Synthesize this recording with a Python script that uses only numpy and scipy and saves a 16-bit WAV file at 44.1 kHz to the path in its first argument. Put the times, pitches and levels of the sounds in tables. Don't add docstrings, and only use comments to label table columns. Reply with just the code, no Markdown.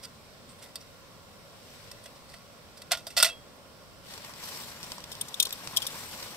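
import sys
import numpy as np
from scipy import signal
from scipy.fft import rfft, irfft
from scipy.io import wavfile
from scipy.ndimage import uniform_filter1d

SR = 44100
rng = np.random.default_rng(int(sys.argv[2]) if len(sys.argv) > 2 else 0)


def master_out(mix):
    frames = np.transpose(np.atleast_2d(mix))
    ceiling = np.clip(frames, -1, 1)
    pcm = np.round(ceiling * 32767).astype(np.int16)
    wavfile.write(sys.argv[1], SR, pcm)


def rack_gain(trim_db):
    fader = np.asarray(trim_db, float)
    return 10 ** (fader / 20)


N = 280476

# t/s, fibre swish level/dB, fabric body level/dB
RUBBING = [(1.3, -65, -70), (1.55, -61.5, -67), (1.75, -52.5, -67), (2.0, -58.5, -67), (2.6, -65.5, -71),
           (4.0, -77, -64), (4.06, -50.5, -71), (4.13, -44, -50.5), (4.2, -49, -56), (4.27, -46, -51.5),
           (4.35, -51, -52.5), (4.44, -41.5, -53.5), (4.62, -42, -49), (4.78, -47.5, -54),
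           (4.93, -44.5, -51), (5.02, -52, -55.5), (5.15, -48.5, -52.5), (5.38, -48.5, -53),
           (5.6, -45, -51), (5.72, -44.5, -47.5), (6.0, -42, -48.5), (6.24, -42, -48), (6.36, -46.5, -50.5)]
NEAR_LEAD_MS = 0.12


def evened(x):
    return x / np.sqrt(np.mean(np.abs(x) ** 2) + 1e-20)


def read(points, hz):
    f, value = np.transpose(points)
    return np.interp(np.log(hz + 1), np.log(f + 1), value)


def bumps_db(table, hz):
    return sum(db * np.exp(-(2 * (hz - centre_hz) / width) ** 2) for centre_hz, width, db in table)


def add(mix, s, sound):
    part = mix[..., round(s * SR):][..., :sound.shape[-1]]
    part += sound[..., :part.shape[-1]]


def ports(hz, lead_ms, pan_db):
    phase = np.exp(1j * np.pi * hz * lead_ms / 1000)
    left = phase * rack_gain(pan_db / 2 * hz / (hz + 2000))
    return np.array([left, 1 / left])


def noise(magnitude, likeness, lead_ms, pan_db, size, patchy_db, flicker_db):
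    frames, hz = 4 * N // size + 5, np.fft.rfftfreq(size, 1 / SR)
    a, b, c, d, patches = rng.standard_normal((frames, len(hz), 5)).T
    patches = uniform_filter1d(uniform_filter1d(patches, size=12, axis=0), size=12, axis=1)
    flicker = evened(uniform_filter1d(rng.standard_normal(frames), size=3))

    same = np.clip(read(likeness, hz), -1, 1)[:, None]
    left, other = a + 1j * b, c + 1j * d
    right = same * left + np.sqrt(1 - same ** 2) * other
    spectra = np.array([left, right]) * ports(hz, lead_ms, pan_db)[..., None]

    field = magnitude(hz[:, None], np.arange(frames) * size / 4 / SR)
    spectra *= field * rack_gain(patchy_db * evened(patches) + flicker_db * flicker)
    sound = signal.istft(spectra, nperseg=size, noverlap=3 * size // 4)[1][:, :N]
    return np.sqrt(np.mean(field ** 2)) * evened(sound)


def placed(x, lead_ms, pan_db, wet_db, t60):
    t = np.arange(SR // 4) / SR
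    tail = rng.standard_normal((2, len(t))) * rack_gain(-60 * t / t60) * (t > .001)
    tail = signal.lfilter([1, -.8], 1, tail)
    hz = np.fft.rfftfreq(N, 1 / SR)
    direct = ports(hz, lead_ms, pan_db)
    scattered = rack_gain(wet_db) * abs(direct) * rfft(tail / np.linalg.norm(tail[0]), N)
    return irfft(rfft(x) * (direct + scattered), N)


def struck(events, modes, clatter, clatter_db, spot_db, lowest_hz, blow):
    out, t = np.zeros((2, N)), np.arange(8192) / SR
    mode_hz, width, mode_db = np.transpose(modes)[:, :, None]
    width = np.maximum(width, 22)
    hz = np.fft.rfftfreq(len(t), 1 / SR)
    for s, level_db, rise, rattle, tilt, spot_hz in events:
        def colour_db(f):
            near_spot = np.exp(-(np.log((f + 1) / spot_hz) / 0.076) ** 2)
            return tilt * np.log2((f + 1) / 3000) + spot_db * near_spot

        drive, shared, *own, grain = rng.standard_normal((5, len(t)))
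        onset = np.minimum(t / max(rise, 1e-4), 1) ** 2
        shape = onset * rack_gain(-60 * np.maximum(t - rise, 0) / max(rattle, 1e-3))
        shape = shape * rack_gain(3.8 * evened(uniform_filter1d(grain, size=70)))

        db = mode_db + colour_db(mode_hz) + 2 * rng.standard_normal(mode_hz.shape)
        decay = np.exp(-np.pi * width * t)
        ring = (rack_gain(db) * width * decay * np.sin(2 * np.pi * mode_hz * t)).sum(0)
        force = shape * drive
        force[int(rise * SR)] += blow * np.linalg.norm(force)
        ringing = signal.fftconvolve(force, ring / np.linalg.norm(ring))[:len(t)]

        dense = shared + 0.69 * signal.lfilter([1, -.9], 1, own)
        dense = irfft(rfft(dense) * rack_gain(read(clatter, hz) + colour_db(hz)), len(t))
        sound = ringing + rack_gain(clatter_db) * shape * evened(dense)

        loudest = np.sqrt(uniform_filter1d((sound ** 2).mean(0), size=200).max())
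        add(out, max(s - rise / 2, 0), rack_gain(level_db - 8.0) * sound / loudest)
    return signal.sosfilt(signal.butter(8, lowest_hz, "high", fs=SR, output="sos"), out)


def hiss():
    # f/Hz, relative level/dB
    hiss_spectrum = [(15, -45), (25, -10.5), (102, -1.5), (133, -4.5), (165, -2.5), (234, -5.5), (333, -12),
                     (540, -5.5), (926, -14), (1430, -18.5), (1550, -17.5), (5340, -18.5), (15700, -30.5)]
    # f/Hz, width/Hz, gain/dB
    shelter = [(565, 84, 3), (1088, 230, 7), (1394, 170, 7.5)]
    # f/Hz, left-right likeness
    hiss_likeness = [(60, 0.49), (500, 0.68), (1500, 0.38), (3000, 0.027), (8000, 0.042)]
    level_db = -51.5

    def magnitude(hz, t):
        return rack_gain(level_db) * evened(rack_gain(read(hiss_spectrum, hz) + bumps_db(shelter, hz)))

    return noise(magnitude, hiss_likeness, lead_ms=-0.091, pan_db=-3, size=2048, patchy_db=0.96, flicker_db=0.06)


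def cloth(hz, t):
    # f/Hz, relative level/dB
    swish_spectrum = [(880, -46), (1500, -8.5), (2150, -5.5), (5810, -3), (9220, -6.5), (10300, -7.5),
                      (13000, -6.5), (15800, -17), (16500, -52)]
    # f/Hz, relative level/dB
    body_spectrum = [(47, -43), (80, -14), (129, -4.5), (162, 5.5), (246, -1.5), (314, -3), (505, 0),
                     (779, -0.5), (1010, 4), (1230, 0), (2500, -14), (3250, -27), (5500, -120)]
    usual_db, usual_tilt, tilt_per_db = -43.5, -0.9, 0.27
    s, swish_db, body_db = np.transpose(RUBBING)
    level_db = np.interp(t, s, swish_db)
    tilt = np.clip(usual_tilt + tilt_per_db * (level_db - usual_db), -3, 3)
    swish = evened(rack_gain(read(swish_spectrum, hz))) * rack_gain(level_db + tilt * np.log2((hz + 1) / 5000))
    body = evened(rack_gain(read(body_spectrum, hz))) * rack_gain(np.interp(t, s, body_db))
    return np.hypot(swish, body)


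def rustle():
    # f/Hz, left-right likeness
    rustle_likeness = [(100, 0.64), (1000, 1), (3000, 0.1), (6000, 0.052), (10000, 0.11)]
    return noise(cloth, rustle_likeness, NEAR_LEAD_MS, pan_db=3.5, size=512, patchy_db=1.5, flicker_db=1.12)


def pot():
    # t/s, level/dB, rattle t60/s, tilt/(dB per octave), f/Hz most excited at that spot
    knock_table = [(.7565, -24.5, 0.021, 5, 4800), (1.9145, -32.5, 0.013, 2.5, 5000),
                   (2.057, -34.5, .05, -2, 1800), (2.337, -37, 0.043, -4, 2070),
                   (2.818, -34, 0.023, 1, 4410), (2.909, -22, 0.16, -7, 3250),
                   (2.917, -11, 0.059, -2.5, 685), (2.93, -22, 0.16, -5, 3230),
                   (2.971, -32, 0.14, 0.5, 6300), (3.067, -27, 0.075, 4.5, 4700),
                   (3.069, -31.5, .043, -6, 684), (3.1655, -18, .15, -2, 654), (3.17, -16, .07, 0, 680),
                   (3.174, -11.5, .11, .8, 4650), (3.2, -12.5, 0.081, -2.5, 5200),
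                   (3.226, -3.5, .036, 1.5, 1600), (3.231, -8, 0.028, 2, 4340),
                   (3.244, -10.5, .084, -0.5, 626), (3.262, -22, .14, -3.3, 2660)]
    # t/s, level/dB, rattle t60/s, f/Hz most excited
    scrape_table = [(0.0262, -34.5, 0.1, 5200), (.0423, -31.5, 0.027, 4900), (0.485, -45, 0.22, 8300),
                    (.5844, -48, .09, 9090), (0.6156, -37, 0.2, 1990), (0.8036, -41.5, .09, 5730),
                    (2.0344, -41, .09, 9000), (2.1502, -47.5, .09, 5430), (2.284, -43.5, 0.49, 4670),
                    (2.7677, -40.5, 0.083, 4930), (3.098, -36, 0.11, 2730)]
    # f/Hz, width/Hz before the floor in struck(), level/dB
    pot_modes = [(680.3, 30, 0.5), (910, 25, -15), (1075, 22, -14), (1419, 40, -1), (1980, 51, -1),
                 (2660, 15, 0.5), (2860, 23, -5), (3395, 72, 0.5), (3560, 30, 0), (3724, 53, -1),
                 (4090, 12, -3.5), (4386, 41, 2.5), (4690, 22, -5), (4900, 40, 1), (5180, 110, -3.5),
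                 (5930, 54, -1.5), (6860, 21, -9), (7000, 140, -14), (7620, 120, -28), (7700, 44, -21),
                 (8340, 56, -24), (8530, 52, -6), (9200, 33, -23), (9100, 40, -25), (9400, 55, -9)]
    # f/Hz, relative level/dB
    pot_clatter = [(180, -85), (300, -98), (678, -8.5), (801, -18), (1460, -9), (2440, -6), (5800, -1.5),
                   (6620, -5), (8500, -3.5), (13000, -12), (16000, -27)]

    knocks = [(s, db, .0012 + .021 * rattle, rattle, tilt, hz) for s, db, rattle, tilt, hz in knock_table]
    scrape_rise_s, scrape_tilt = .018, 0
    scrapes = [(s, db, scrape_rise_s, rattle, scrape_tilt, hz) for s, db, rattle, hz in scrape_table]
    dry = struck(knocks, pot_modes, pot_clatter, clatter_db=2.9, spot_db=8.5, lowest_hz=570, blow=0.8)
    dry += struck(scrapes, pot_modes, pot_clatter, clatter_db=4.5, spot_db=9, lowest_hz=930, blow=.05)

    let_go_s, hum_hz, hum_width_hz, hum_db = 3.294, 3283, 7.5, -38
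    t = np.arange(SR // 2) / SR
    envelope = np.minimum(t / .01, 1) * np.exp(-np.pi * hum_width_hz * t)
    add(dry, let_go_s, rack_gain(hum_db) * envelope * np.sin(2 * np.pi * hum_hz * t))
    return placed(dry, lead_ms=-0.03, pan_db=-4.5, wet_db=-5.0, t60=0.016)


def snaps():
    # t/s, level/dB, thump relative level/dB
    snap_table = [(4.138, -33.5, -23), (4.1776, -34, -16), (4.2467, -34, -18), (4.2944, -43, 8),
                  (4.3374, -36, -12), (4.83, -27.5, -37), (4.8414, -34.5, -4), (4.909, -40, -19),
                  (4.9189, -24.5, -22), (4.982, -32.5, -2), (5.0043, -36, -17), (5.0405, -30.5, -17),
                  (5.1522, -33, -23), (5.4694, -27, -12), (5.507, -27.5, -29), (5.674, -23.5, -24),
                  (6.228, -30.5, -10)]
    out, t = np.zeros((2, N)), np.arange(1500) / SR
    tick = np.exp(-5440 * t / 0.64) * np.sin(2 * np.pi * 5440 * t)
    thump = np.exp(-1180 * t / 1.7) * np.sin(2 * np.pi * 1180 * t)
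    lead, echo = int(NEAR_LEAD_MS * SR / 1000), int(.002 * SR)

    s, swish_db, _ = np.transpose(RUBBING)
    when, size, low = rng.random((int(30 * (s[-1] - s[0])), 3)).T
    when = s[0] + when * (s[-1] - s[0])
    small_db = np.interp(when, s, swish_db) + 4 - 2.7 * np.log(size + .1)
    small = np.transpose([when, small_db, 16 * low - 22])

    for s, level_db, thump_db in [*snap_table, *small]:
        click = -3.2 * tick - 0.89 * rack_gain(thump_db) * thump
        click = click + rng.uniform(0.16, 0.94) * np.roll(click, echo)
        tail = rng.standard_normal((2, len(t))) * rack_gain(-18.0 - 60 * t / 0.022)
        pair = np.array([click, np.roll(click, lead)])
        sound = pair + signal.fftconvolve(click[None], tail, axes=1)[:, :len(t)]
        add(out, s, rack_gain(level_db) * sound)
    return out


def parts():
    # t/s, level/dB, f/Hz most excited
    clink_table = [(5.1162, -30, 5300), (5.1233, -33, 5260), (5.2104, -20, 9100), (5.2825, -33, 6880),
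                   (5.341, -23.5, 3590), (5.3991, -8, 3450), (5.425, -13, 6500), (5.452, -21.5, 4240),
                   (5.4894, -36, 4580), (5.5248, -23.5, 12200), (5.7638, -20.5, 5000),
                   (5.7698, -10.5, 3180), (5.8193, -24, 3240), (5.8657, -21, 10800), (5.8707, -35, 2560)]
    # f/Hz, width/Hz, level/dB
    part_modes = [(2560, 90, -1), (3194, 49, 7.5), (3645, 68, 8), (4240, 79, -18), (4900, 84, -5),
                  (5610, 130, -6), (6880, 83, 3), (7460, 100, -15), (8270, 140, -9), (9080, 166, -4),
                  (11500, 74, -21), (12200, 110, -9), (13000, 130, -19), (14800, 83, -18)]
    # f/Hz, relative level/dB
    part_clatter = [(1060, -51), (1800, -30), (2670, -19), (3200, 2), (5640, -1.5), (6180, -5.5),
                    (9250, -6.5), (10700, -15.5), (11900, -6.5), (16000, -22)]
    rise_s, rattle_s, tilt = .003, 0.025, 0.2
    clinks = [(s, db, rise_s, rattle_s, tilt, hz) for s, db, hz in clink_table]
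    dry = struck(clinks, part_modes, part_clatter, clatter_db=3.0, spot_db=10.0, lowest_hz=2790, blow=0.81)
    return placed(dry, NEAR_LEAD_MS, pan_db=6, wet_db=3.0, t60=0.021)


def scene():
    return hiss() + rustle() + pot() + snaps() + parts()


def low_pass(x):
    return signal.sosfilt(signal.butter(12, 16640, fs=SR, output="sos"), x)


def record(dry):
    # f/Hz, width/Hz, gain/dB
    housing_notches = [(6576, 790, -9), (10420, 1070, -9)]
    hz = np.fft.rfftfreq(N, 1 / SR)
    edge_db = -32 * np.clip((hz - 15850) / 150 + 1, 0, 1)
    mix = irfft(rfft(dry) * rack_gain(bumps_db(housing_notches, hz) + edge_db), N)
    return low_pass(mix)


dry = scene()
out = record(dry)
master_out(out)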